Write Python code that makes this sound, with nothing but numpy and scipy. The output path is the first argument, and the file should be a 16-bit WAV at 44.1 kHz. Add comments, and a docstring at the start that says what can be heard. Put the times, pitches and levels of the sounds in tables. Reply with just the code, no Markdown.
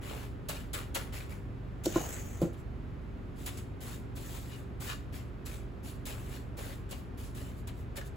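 """A steel spoon pats and spreads coarse damp salt on a baking tray, close by in a small kitchen.
Each pat cracks the crust, each stroke crushes a swarm of crystals, and trapped grains rasp and squeak
on the steel. Once the spoon digs a new load from the salt box, knocking and rubbing its hollow walls.
A kitchen fan and a mains hum drone underneath."""
import sys
import numpy as np
from scipy import signal
from scipy.fft import rfft, irfft, next_fast_len
from scipy.io import wavfile
from scipy.ndimage import uniform_filter1d, map_coordinates

SR = 44100
rng = np.random.default_rng(int(sys.argv[2]) if len(sys.argv) > 2 else 0)


def transcribe(u):
    """Save the signal u as a 16-bit wav file named by the first command-line argument.

    u: samples, shape (n,) or (channels, n), limited to [-1, 1]; the rate is SR.
    q: integer samples, one column per channel.
    """
    v = np.clip(np.atleast_2d(u).T, -1, 1)
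    q = np.round(v * 32767).astype(np.int16)
    wavfile.write(sys.argv[1], SR, q)


N = 359856
SETTLE_DB_PER_S = 213  # how fast the salt falls silent once the spoon lets go

# Strokes through the salt. Each row: start, length and rise in seconds, relative level in dB,
# sag over the stroke in dB (negative swells), crunch trim in dB.
STROKES = [ (0.009, 0.23, 0.04, -51, 6.5, 7.5), (0.494, 0.12, .004, -47.5, 12, 3),
           (0.734, 0.064, 0.0031, -42.5, 9, 4.5), (0.942, 0.11, 0.0043, -43.5, 15.5, 5.5),
           (1.122, 0.088, 0.018, -45.5, 10, 6.5), (1.288, 0.039, .012, -56, 2, 4.5),
           (3.352, 0.24, 0.062, -54, 4, -1.5), (3.804, 0.14, 0.003, -52.5, 1.5, -1.5),
           (4.151, 0.22, .004, -57.5, -6.5, 0), (4.393, 0.2, 0.035, -59, 3, 0.5),
           (4.802, 0.1, 0.0033, -48.5, -1, -0.5), (5.122, 0.044, 0.012, -52.5, 1.5, 4),
           (5.451, 0.1, .004, -55, 0.5, 3.5), (5.827, 0.062, 0.02, -53, -1, -0.5),
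           (6.063, 0.054, 0.0066, -45, 4.5, 1), (6.16, 0.2, 0.025, -66.5, -11.5, 3),
           (6.567, 0.16, 0.0074, -51.5, 3, 3), (6.888, 0.1, 0.0089, -56.5, 5, 3.5),
           (7.173, 0.088, 0.0034, -55.5, 2, -2), (7.346, 0.16, 0.0042, -52.5, 11, 2),
           (7.955, .03, .004, -50.5, 6, 7), ]
# Small lumps falling apart. Each row: centre in seconds, level in dB, half length in seconds.
CRUMBS = [(2.593, -64, 0.026), (7.591, -63.5, 0.027), (7.792, -62.5, 0.044), (8.07, -55.5, 0.016)]
# The bright fizz and the darker crunch. Each row: frequency in Hz, relative level in dB.
FIZZ_COLOUR = [(1500, -12), (3500, -2.5), (5500, -6.5), (8200, 0), (11000, -3), (16000, -5.5)]
CRUNCH_COLOUR = [(200, -20), (450, 6.5), (2000, 2), (2800, 0), (5500, -14), (9000, -44)]
def spreading(crunch_lag_s=0.0054):
    """Sliding crystals fizz and lumps crumble; pressed crystals crunch lower as the pressure builds."""
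    slide, press = np.zeros(N), np.zeros(N)
    for start, length, rise, db, sag_db, crunch_db in STROKES:
        slide += amp(db) * envelope(start, length, rise, SETTLE_DB_PER_S, sag_db)
        press += amp(db + crunch_db) * envelope(start, length, rise + crunch_lag_s, SETTLE_DB_PER_S, sag_db)
    crumble = sum(swell(*crumb) for crumb in CRUMBS)
    fizz = coloured(crystals(rate=16000, spread_db=0, clump_db=0.16), FIZZ_COLOUR)
    fizz = drifting(fizz, depth_db=2)
    crunch = coloured(crystals(rate=4000, spread_db=2.5, clump_db=1.5), CRUNCH_COLOUR)
    crunch = drifting(crunch, depth_db=3)
    return (amp(2.5) * slide + crumble) * fizz + amp(-1) * press * crunch


# The spoon lands on the salt. Each row: time in seconds, relative level in dB, packing trim in dB.
PATS = [(0.487, -27.5, 1), (0.733, -30.5, 2.5), (0.948, -26, 3), (1.838, -37, -1), (2.415, -40.5, -2),
        (2.5301, -54.5, 4), (3.461, -31, 0.5), (3.477, -43, 4), (3.5723, -40.5, -2), (4.161, -41.5, 0),
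        (4.801, -46, -7), (5.459, -37.5, -1), (6.055, -34, -2), (6.58, -49, 13), (6.9102, -37, -2.5),
        (7.673, -42, 5), (7.966, -35, 1)]
# The dull crunch of the bed giving way. Each row: frequency in Hz, relative level in dB.
PACK_COLOUR = [(200, 0), (400, -7), (600, 0.5), (2200, -1.5), (4000, -5.5), (5500, -21)]
def patting(crack_t60_s=0.1, crack_rise_s=0.0038, pack_lag_s=0.014, pack_sharpness=2.1):
    """Each landing breaks the crust in a bright burst; the bed then packs down in one short crunch."""
    t = np.arange(SR // 5) / SR
    burst = amp(-60 * t / crack_t60_s) * (1 - np.exp(-t / crack_rise_s))
    squeeze = (t / pack_lag_s * np.exp(1 - t / pack_lag_s)) ** pack_sharpness
    crack, pack = np.zeros(N), np.zeros(N)
    for start, db, pack_db in PATS:
        add(crack, start - crack_rise_s / 2, amp(db) * burst)
        add(pack, start, amp(db + pack_db) * squeeze)
    crust = coloured(crystals(rate=33000, spread_db=-0.5, clump_db=1), FIZZ_COLOUR)
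    bed = coloured(crystals(rate=8000, spread_db=3, clump_db=0.3), PACK_COLOUR)
    return amp(-1.5) * crack * crust + amp(-13) * pack * bed


# Resonances of spoon and tray. Each row: frequency in Hz, width in Hz, relative level in dB.
TRAY_MODES = [(554, 47, 2), (687, 100, -8), (1154, 190, 8), (1430, 130, 3.5), (1710, 51, 6.5),
              (2410, 260, -1), (2850, 80, 1), (3600, 410, -10)]
# The spoon grinds on grains, catches with a squeak, or bears down and flexes the tray.
# Each row: centre in seconds, level in dB, half length in seconds, main frequency in Hz.
GRINDS = [(0.103, -50, 0.023, 2380), (0.563, -47.5, 0.014, 2600), (0.789, -41, 0.004, 1300),
          (0.961, -43, 0.009, 3100), (1.972, -47, 0.043, 3700), (4.537, -54, 0.031, 3400),
          (4.902, -47, 0.037, 3900), (4.917, -44.5, 0.023, 1350), (6.337, -56, 0.027, 2900)]
SQUEAKS = [(4.893, -45, 0.022, 1720), (4.903, -50, 0.005, 2400), (4.919, -45, 0.009, 2860),
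           (6.931, -48, 0.009, 2830), (7.981, -49, 0.007, 1740), (8.014, -41.5, 0.0032, 1670)]
PRESSES = [(0.494, -42, 0.0066, 700), (0.972, -37, .006, 630), (6.589, -45, 0.011, 695),
           (6.67, -53, 0.039, 560), (6.927, -46, 0.012, 610), (7.988, -45, 0.016, 644)]
# The force of bare grit and of a touch cushioned by salt. Each row: frequency in Hz, gain in dB.
GRITTY_FORCE = [(600, -8), (1300, 3)]
CUSHIONED_FORCE = [(800, 3), (1600, -21)]
def grinding():
    """Trapped crystals rasp broadly on steel or squeak in one resonance; presses wake the low modes."""
    grinds = rasp(GRINDS, TRAY_MODES, GRITTY_FORCE, focus=1.6)
    squeaks = rasp(SQUEAKS, TRAY_MODES, GRITTY_FORCE, focus=14)
    presses = rasp(PRESSES, TRAY_MODES, CUSHIONED_FORCE, focus=4.9)
    return grinds + squeaks + presses


# The spoon hits the box. Each row: start in seconds, relative level in dB, the blow's frequency in Hz.
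KNOCKS = [(1.8588, -21.5, 630), (1.866, -16.5, 318), (1.9582, -16, 970), (1.961, -14.5, 355),
          (2.4174, -16.5, 406), (2.426, -12.5, 203), (2.439, -20.5, 190), (2.451, -23, 300),
          (2.472, -34, 477)]
# The hollow ring of the box. Each row: frequency in Hz, relative level in dB, 60 dB decay in seconds.
BOX_MODES = [(185.3, -1, 0.089), (248, -2, 0.055), (331, 5.8, 0.036), (400, 6, 0.019), (487, 1.5, 0.044),
             (619, -12, 0.13), (737, -15, 0.057), (1025, -7.5, 0.036), (1400, -8, 0.035)]
def knocking(rise_cycles=0.75, focus=3, tick_t60_s=0.0086):
    """The full box rings briefly; a softer blow builds more slowly, favours low modes and ticks less."""
    t = np.arange(SR // 4) / SR
    tick_band = signal.butter(2, [1500, 6000], "band", fs=SR)
    box = np.zeros(N)
    for start, db, blow_hz in KNOCKS:
        ring = sum(mode_share(hz, blow_hz, focus) * amp(level - 60 * t / t60) * np.sin(2 * np.pi * hz * t)
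                   for hz, level, t60 in BOX_MODES)
        attack = 1 - np.exp(-(t * blow_hz / rise_cycles) ** 2)
        grit = signal.lfilter(*tick_band, rng.standard_normal(len(t)))
        tick = hardness(blow_hz) * amp(-15 - 60 * t / tick_t60_s) * grit
        add(box, start, amp(db) * (ring * attack + tick))
    return box


# Drags along the box wall.
# Each row: centre in seconds, level in dB, half length in seconds, main frequency in Hz.
RUBS = [(1.982, -38, 0.0069, 600), (2.008, -38, 0.0084, 700), (2.043, -41, 0.0031, 980),
        (2.44, -41, 0.03, 470)]
# The force of a drag. Each row: frequency in Hz, gain in dB.
DRAG_FORCE = [(480, -7), (650, -2), (1100, -8), (2000, -16)]
def rubbing():
    """Dragged along the wall, the spoon draws a hollow groan from the modes of the box."""
    # a longer ring makes a narrower, taller resonance
    modes = [(hz, np.log(1000) / (np.pi * t60), db + 20 * np.log10(t60)) for hz, db, t60 in BOX_MODES]
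    return rasp(RUBS, modes, DRAG_FORCE, focus=7.6)[0]


# Loose salt pouring inside the box. Each row: frequency in Hz, relative level in dB.
SCOOP_COLOUR = [(200, 8), (600, 4.5), (1100, -1.5), (1700, 0), (3200, -7.5), (5400, -11.5), (6400, 2),
                (7600, -1), (8600, -6), (11000, -9), (16000, -7)]
def scooping(dig_s=1.838, lift_s=2.44):
    """Crystals pour around the spoon until it lifts out of the box; hard knocks shake some more."""
    since_lift = np.maximum(np.arange(N) / SR - lift_s, 0)
    pour = amp(-42.5) * envelope(dig_s, hold_s=0.28, rise_s=0.01, release_db_per_s=47)
    pour *= amp(-SETTLE_DB_PER_S * since_lift)
    shaken = np.zeros(N)
    for start, db, blow_hz in KNOCKS:
        jolt = envelope(start, hold_s=0.0024, rise_s=0.001, release_db_per_s=380)
        shaken += hardness(blow_hz) * amp(db - 26) * jolt
    grains = coloured(crystals(rate=7000, spread_db=2.5, clump_db=1), SCOOP_COLOUR)
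    return np.hypot(pour, shaken) * drifting(grains, depth_db=2.5)


def box_click():
    """The spoon strikes the box with one hard, bright click."""
    band = signal.butter(2, [3200, 11000], "band", fs=SR)
    hiss = unit(signal.lfilter(*band, rng.standard_normal((2, N))))
    return swell(centre_s=1.8595, db=-32, half_s=0.0042) * hiss


# The low rush of the fan. Each row: frequency in Hz, relative level in dB.
AIR_COLOUR = [(20, -43), (32, -14), (45, -5), (60, -4), (129, -6.5), (380, -17.5), (895, -27.5),
              (1250, -28), (2500, -37), (6200, -54.5), (15500, -60)]
# The drone of motor and mains. Each row: frequency in Hz, level in dB.
HUM_TONES = [(48.3, -49), (69, -50), (97.5, -52), (120, -50.5), (238, -61.5), (275, -59), (357, -62.5),
             (397.5, -60.5)]
def fan():
    """Rushing air with slightly unsteady motor and mains tones."""
    t = np.arange(N) / SR
    drone = amp(-44.5) * coloured(rng.standard_normal((2, N)), AIR_COLOUR)
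    quarter_cycle = np.array([[0], [np.pi / 2]])  # offsets the two rows, so the tones sound wide
    for hz, db in HUM_TONES:
        gain = np.sqrt(2) * amp(db + 1.3 * wobble(5))
        phase = quarter_cycle + 0.68 * np.array([wobble(5), wobble(3.02)])
        drone += gain * np.sin(2 * np.pi * hz * t + phase)
    return drone


# The short tail of the room. Each row: frequency in Hz, 60 dB decay in seconds.
ROOM_DECAY = [(150, 0.19), (1000, 0.35), (5000, 0.35), (15000, 0.13)]
def kitchen(x):
    """Hard walls answer in two unrelated tails; the highest treble dies first."""
    hz, t, noise = signal.stft(rng.standard_normal((2, SR // 2)), SR, nperseg=256)
    decay = amp(-60 * t / along(ROOM_DECAY, hz)[:, None])
    tail = signal.istft(noise * decay, SR, nperseg=256)[1]
    tail = np.pad(tail, ((0, 0), (SR // 250, 0)))  # 4 ms pre-delay
    return signal.fftconvolve(x[None], tail / np.linalg.norm(tail[0]), axes=1)[:, :N]


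# Stereo width below the high treble. Each row: frequency in Hz, left-right likeness (1 is mono).
LIKENESS = [(60, 0.75), (300, 0.81), (600, 0.14), (1200, 0.06), (3500, 0.53), (5400, 0.32), (6400, 0.53)]
def stereo(pair, shared=0.34, treble_hz=6400, in_phase_hz=7020, period_hz=4130):
    """Two unrelated rows become left and right; up the treble they turn in and out of phase."""
    cycle = lambda hz: 2 * np.pi * (hz - in_phase_hz) / period_hz
    treble_likeness = lambda hz: np.sin(np.pi / 2 * np.cos(cycle(hz)))
    likeness = lambda hz: np.where(hz < treble_hz, along(LIKENESS, hz), treble_likeness(hz))
    angle = lambda hz: np.arccos(np.clip(likeness(hz), -1, 1)) / 2
    # in the treble some of the first row feeds the side, a quarter cycle off
    bleed = lambda hz: shared * (hz > treble_hz) * np.sign(np.sin(cycle(hz)))
    side_mix = lambda hz: np.array([-1j * bleed(hz), np.sqrt(1 - bleed(hz) ** 2)])
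    mid = filtered(pair[0], lambda hz: np.cos(angle(hz)))
    side = filtered(pair, lambda hz: np.sin(angle(hz)) * side_mix(hz)).sum(0)
    return np.array([mid + side, mid - side])


def crystals(rate, spread_db, clump_db):
    """Tiny fractures, rate a second, uneven and in clumps; two rows for two directions of radiation."""
    breaks = np.sqrt(rng.poisson(rate / SR, N))
    size = amp(spread_db * rng.standard_normal(N) + clump_db * wobble(170))
    return unit(breaks * size * rng.standard_normal((2, N)))


def rasp(contacts, modes, force, focus):
    """Bursts of tiny slips excite resonances; the place of contact favours some of them."""
    out = np.zeros((2, N))
    grit = crystals(rate=6000, spread_db=-0.5, clump_db=1)
    n = np.arange(SR // 3)
    f = np.fft.rfftfreq(len(n), 1 / SR)
    resonance = lambda hz, width: 1j * f * width / (hz * hz - f * f + 1j * f * width)
    for centre, db, half, main_hz in contacts:
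        start = max(centre - 3 * half, 0)
        bell = np.exp(-((start + n / SR - centre) / half) ** 2)
        body = sum(amp(level) * mode_share(hz, main_hz, focus) * resonance(hz, width)
                   for hz, width, level in modes)
        slips = bell * grit[:, (round(start * SR) + n) % N]
        ring = irfft(rfft(slips) * body * amp(along(force, f)), len(n))
        add(out, start, amp(db) * np.sqrt(np.mean(bell ** 2)) * unit(ring))
    return out


def drifting(x, depth_db):
    """The colour drifts in patches as the contact moves."""
    spectrum = signal.stft(x, nperseg=512)[2]
    patches = uniform_filter1d(rng.standard_normal(spectrum.shape[1:]), size=6, axis=0)
    patches = unit(uniform_filter1d(patches, size=9, axis=1))
    return unit(signal.istft(spectrum * amp(depth_db * patches), nperseg=512)[1][:, :N])


def mode_share(hz, main_hz, focus):
    """A contact drives modes near its main frequency most; more focus narrows the range."""
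    return 1 / np.hypot(1, focus * (hz / main_hz - main_hz / hz))


def hardness(blow_hz, hard_hz=620):
    """Near 0 for a soft, low blow, 1 for a sharp one."""
    return min(blow_hz / hard_hz, 1) ** 2


def envelope(start_s, hold_s, rise_s, release_db_per_s, sag_db=0):
    """Gain that rises, sags evenly while it is held, then dies away."""
    t = np.maximum(np.arange(N) / SR - start_s, 0)
    fall_db = sag_db * np.minimum(t / hold_s, 1) + release_db_per_s * np.maximum(t - hold_s, 0)
    return (1 - np.exp(-t / rise_s)) * amp(-np.minimum(fall_db, 200))


def swell(centre_s, db, half_s):
    """A bell-shaped gain around a time."""
    return amp(db) * np.exp(-np.minimum(((np.arange(N) / SR - centre_s) / half_s) ** 2, 50))


def wobble(rate):
    """A smooth random curve, rate knots a second."""
    return map_coordinates(rng.standard_normal(int(N * rate / SR) + 4), [np.arange(N) * rate / SR])


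def coloured(x, colour):
    """x shaped by a (Hz, dB) curve, at rms 1."""
    return unit(filtered(x, lambda hz: amp(along(colour, hz))))


def filtered(x, response):
    """x through a complex frequency response."""
    size = next_fast_len(N + SR // 2)
    return irfft(rfft(x, size) * response(np.fft.rfftfreq(size, 1 / SR)), size)[..., :N]


def along(points, hz):
    """(Hz, value) points read on a log axis."""
    freqs, values = np.transpose(points)
    return np.interp(np.log(hz + 1), np.log(freqs + 1), values)


def add(track, start_s, sound):
    """Mix a sound into a track at a time."""
    part = track[..., round(start_s * SR):][..., :sound.shape[-1]]
    part += sound[..., :part.shape[-1]]


def amp(db):
    """Decibels to gain."""
    return 10 ** (np.asarray(db) / 20)


def unit(x):
    """Scale to rms 1."""
    return x / np.sqrt(np.mean(x ** 2) + 1e-20)


# The tray lies to the left. 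Each row: frequency in Hz, left over right in dB.
TRAY_PAN = [(500, 2), (1400, 1), (2800, 5.5), (4500, 3.5), (6500, -0.5)]
def scene():
    """Salt to the left, the box in the centre and the fan spread wide, in one room."""
    salt = spreading() + grinding() + scooping() + box_click() + patting()
    box = knocking() + rubbing()
    salt = stereo(salt + amp(-10.5) * kitchen(salt[0]))
    salt = filtered(salt, lambda hz: amp(np.outer([0.5, -0.5], along(TRAY_PAN, hz))))
    box_reverb = amp(-8.5) * stereo(kitchen(box))
    drone = stereo(fan()) * amp([[-0.5], [0.5]])
    return salt + box + box_reverb + drone


def record(dry, top_hz=15800):
    """A steep low-pass cuts off the highest treble."""
    return filtered(dry, lambda hz: 1 / np.hypot(1, (hz / top_hz) ** 200))


dry = scene()
out = record(dry)
transcribe(out)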